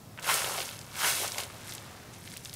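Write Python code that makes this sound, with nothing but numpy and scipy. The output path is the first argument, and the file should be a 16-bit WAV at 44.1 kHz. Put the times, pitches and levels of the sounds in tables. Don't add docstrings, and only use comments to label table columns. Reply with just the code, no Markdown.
import sys
import numpy as np
from scipy import signal
from scipy.fft import rfft, irfft, next_fast_len
from scipy.io import wavfile
from scipy.ndimage import uniform_filter1d

SR = 44100
rng = np.random.default_rng(int(sys.argv[2]) if len(sys.argv) > 2 else 0)


def to_wav(sig):
    pcm = np.clip(np.atleast_2d(sig), -1, 1) * 32767
    pcm = np.round(pcm).astype(np.int16)
    wavfile.write(sys.argv[1], SR, pcm.T)


N = 112454
FULL_LOAD_DB = -26


def from_db(db):
    return 10 ** (np.asarray(db) / 20)


def level(rows):
    s, db = np.transpose(rows)
    t = np.arange(N) / SR
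    return from_db(np.interp(t, s, db)) * (t >= s[0]) * (t <= s[-1])


def swells(rows, roundness=1):
    t = np.arange(N) / SR
    power = np.zeros(N)
    for peak_s, db, rise, fall in rows:
        distance = np.maximum((peak_s - t) / rise, (t - peak_s) / fall)
        drop_db = np.minimum(10 * distance ** roundness, 100)
        power += from_db(db - drop_db) ** 2
    return np.sqrt(power)


def colour(x, spectrum):
    size = 2 * next_fast_len(N)
    hz, db = np.transpose(spectrum)
    bins = np.maximum(np.arange(size // 2 + 1) * SR / size, 1)
    gain = from_db(np.interp(np.log(bins), np.log(hz), db))
    cepstrum = irfft(np.log(gain))
    cepstrum[1:size // 2] *= 2
    cepstrum[size // 2 + 1:] = 0
    shaped = irfft(rfft(x, size) * np.exp(rfft(cepstrum)))[:N]
    return shaped / np.sqrt(np.mean(shaped ** 2) + 1e-20)


def ring(x, hz, q):
    hz = min(hz, .4 * SR)
    band = signal.iirpeak(hz, max(q, .45, 2.2 * hz / SR), fs=SR)
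    return signal.lfilter(*band, signal.lfilter(*band, x + 1e-18))


def crackle(spectrum, per_s, spread_db, q, band_hz):
    sizes = from_db(spread_db * np.minimum(rng.exponential(1, N), 3)) * rng.choice([-1, 1], N)
    clicks = sizes * (rng.random(N) < per_s / SR)
    pitches = np.geomspace(*band_hz, 20)
    pitch_index = rng.integers(0, len(pitches), N)
    ticks = sum(ring(clicks * (pitch_index == k), hz, q) for k, hz in enumerate(pitches))
    ticks = colour(ticks, spectrum)
    power = uniform_filter1d(uniform_filter1d(ticks ** 2, SR // 40), SR // 80)
    return ticks / np.sqrt(power + .02)


# frequency in Hz, relative level in dB.
RUMBLE_SPECTRUM = [(20, -63), (48, -14.5), (100, 6), (160, 1.5), (230, -3.5), (800, -23), (2000, -54)]
AIR_SPECTRUM = [(700, -7.5), (2200, -18.5), (6000, -19), (15800, -24)]

def outdoors(rumble_db=-51, air_db=-54):
    rumble = from_db(rumble_db) * colour(rng.standard_normal(N), RUMBLE_SPECTRUM)
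    hiss = from_db(air_db) * colour(rng.standard_normal(N), AIR_SPECTRUM)
    return rumble + hiss


# frequency in Hz, relative level in dB.
CLOTH_SPECTRUM = [(100, -35), (220, 15), (1200, 13.5), (3000, 6.5), (9000, -1.5), (15800, -40)]
# time in seconds, level in dB.
RUSTLE_LEVEL = [(0.15, -77), (1.3, -56), (1.52, -51.5), (1.93, -50.5), (2.12, -55), (2.55, -85)]

def clothes():
    rustle = crackle(CLOTH_SPECTRUM, per_s=3900, spread_db=2.0, q=0.92, band_hz=(260, 9700))
    return level(RUSTLE_LEVEL) * rustle


# frequency in Hz, relative level in dB.
BLADE_SPECTRUM = [(300, -41), (1000, 13.5), (10000, 11.5), (15800, 1)]
# peak time in seconds, level in dB, rise and fall in seconds.
FINGER_STROKES = [(1.695, -39, 0.039, 0.053), (2.134, -47, .004, 0.034), (2.26, -49, 0.072, 0.25),
                  (2.342, -43, 0.027, 0.0081), (2.475, -47.5, 0.07, 0.048), (2.542, -41.5, 0.0048, 0.015)]

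def fingers():
    ticks = crackle(BLADE_SPECTRUM, per_s=5500, spread_db=6.0, q=1.7, band_hz=(1280, 14600))
    return swells(FINGER_STROKES, roundness=0.5) * ticks


# start in seconds, strength in dB, pitch in Hz.
BLADE_SNAPS = [(0.1765, -30.5, 1810), (0.245, -24, 2050), (0.3417, -11.5, 7850), (0.419, -19, 1810),
               (0.445, -16, 2480), (0.498, -23, 770), (0.5804, -21, 2520), (0.581, -22, 646),
               (0.5865, -18, 3020), (0.604, -18.5, 3270), (0.617, -20, 3140), (0.627, -26, 2800),
               (0.6572, -27, 7000), (0.6905, -26, 2616), (0.791, -28, 6540), (0.8143, -30.5, 4640),
               (0.866, -37, 5500), (0.956, -26, 2280), (1.0445, -14, 2300), (1.2335, -23, 675),
               (1.279, -18.5, 5800), (1.32, -19.5, 4830), (1.3459, -26, 2550), (1.3822, -18.5, 2400),
               (1.3835, -17, 6650), (1.3925, -22.5, 790), (1.4027, -20, 2870), (1.435, -22.5, 3450),
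               (1.5005, -30, 1300), (1.7228, -25, 3800), (1.7371, -27, 9700), (1.7508, -24, 8700),
               (1.781, -27.5, 3350), (2.2763, -28, 2470), (2.318, -31.5, 3500), (2.3663, -27.5, 2740),
               (2.371, -25, 9200), (2.378, -30, 4400), (2.4497, -26, 7550), (2.457, -24, 3800),
               (2.4959, -27.5, 4350), (2.5305, -29, 4120), (2.539, -25.5, 11000)]

def snaps(gain_db=9, splinter_db=-3, splinter_growth=0.62, splinter_decay_s=0.0031):
    out = np.zeros(N + SR)
    t = np.arange(SR // 50) / SR
    for start_s, db, hz in BLADE_SNAPS:
        spray = np.exp(-t / splinter_decay_s) * rng.standard_normal(len(t)) * (t > 1 / hz)
        spray_db = splinter_db + splinter_growth * (db - FULL_LOAD_DB)
        fracture = (t == 0) + from_db(spray_db) * spray / np.linalg.norm(spray)
        tick = ring(fracture, hz, q=1.0)
        start = int(start_s * SR)
        out[start:start + len(t)] += from_db(db + gain_db) * tick / np.linalg.norm(tick)
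    return out[:N]


# time in seconds, load in dB.
STEP_LOADS = [
    [(0.195, -49.5), (0.22, -58.5), (0.226, -43), (0.265, -37), (0.295, -28), (0.355, -28.5), (0.42, -34.5),
     (0.61, -38.5), (0.74, -46.5), (0.78, -51.5), (0.88, -57)],
    [(0.88, -57), (0.935, -49.5), (1.0, -33.5), (1.085, -25.5), (1.145, -31.5), (1.23, -32.5),
     (1.28, -38.5), (1.305, -42.5), (1.36, -42.5), (1.405, -37.5), (1.44, -43.5), (1.47, -53.5),
     (1.62, -60)],
]
# peak time in seconds, level in dB, rise and fall in seconds.
STEM_CRUSHES = [(0.19, -34, 0.0043, 0.0037), (0.298, -26.5, 0.027, 0.047), (0.36, -38.5, 0.041, 0.23),
                (0.605, -48.5, 0.11, 0.031), (1.044, -29.5, 0.046, 0.045), (1.085, -34.5, 0.057, 0.085),
                (1.245, -36.5, 0.0096, 0.03), (1.386, -45, 0.004, 0.049)]
TURF_PRESSES = [(0.29, -34.5, 0.036, 0.16), (0.495, -38, 0.11, 0.11), (0.59, -38.5, 0.057, 0.032),
                (1.05, -37, 0.052, 0.071), (1.243, -36, 0.064, 0.029), (1.39, -40, 0.06, 0.052),
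                (1.552, -48, 0.0082, 0.023)]
# frequency in Hz, relative level in dB.
ICE_SPECTRUM = [(1500, -38), (4500, -12), (9500, -7.5), (12500, -11.5), (15800, -12.5)]
FROST_SPECTRUM = [(200, -1.5), (500, -10), (1200, -5.5), (3000, 4.5), (7000, -0.5), (11000, -3),
                  (15800, -16)]
STEM_SPECTRUM = [(250, -34), (950, 0.5), (1450, 5), (1800, 0), (3100, -1.5), (4000, -25), (15000, -20)]
TURF_SPECTRUM = [(150, -53), (300, -6), (450, -2), (750, -3.5), (1600, -9.5), (5000, -16)]

def footsteps(ice_db=-30.5, ice_growth=0.96, frost_db=-30, frost_growth=0.85):
    load = sum(level(step) for step in STEP_LOADS) / from_db(FULL_LOAD_DB)
    activity = load + 0.055
    ice = crackle(ICE_SPECTRUM, per_s=40000 * activity, spread_db=8.0, q=2.65, band_hz=(3500, 14900))
    frost = crackle(FROST_SPECTRUM, per_s=9000 * activity, spread_db=1.5, q=1.52, band_hz=(577, 14100))
    stems = crackle(STEM_SPECTRUM, per_s=2600, spread_db=4.5, q=1.25, band_hz=(696, 4960))
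    turf = crackle(TURF_SPECTRUM, per_s=650, spread_db=4.5, q=1.49, band_hz=(466, 1300))
    return (from_db(ice_db) * load ** ice_growth * ice
            + from_db(frost_db) * load ** frost_growth * frost
            + swells(STEM_CRUSHES) * stems
            + swells(TURF_PRESSES, roundness=0.82) * turf)


def scatter(x, tail_db=-10.5, decay_s=0.012):
    t = np.arange(SR // 10) / SR
    tail = rng.standard_normal(len(t)) * np.exp(-t / decay_s)
    return x + from_db(tail_db) * signal.fftconvolve(x, tail / np.linalg.norm(tail))[:N]


def scene():
    return (scatter(footsteps() + fingers()) + snaps() + clothes() + outdoors())[None]


def record(dry):
    cutoff_hz = 15600
    return signal.sosfilt(signal.ellip(10, .2, 80, cutoff_hz, fs=SR, output="sos"), dry)


dry = scene()
out = record(dry)
to_wav(out)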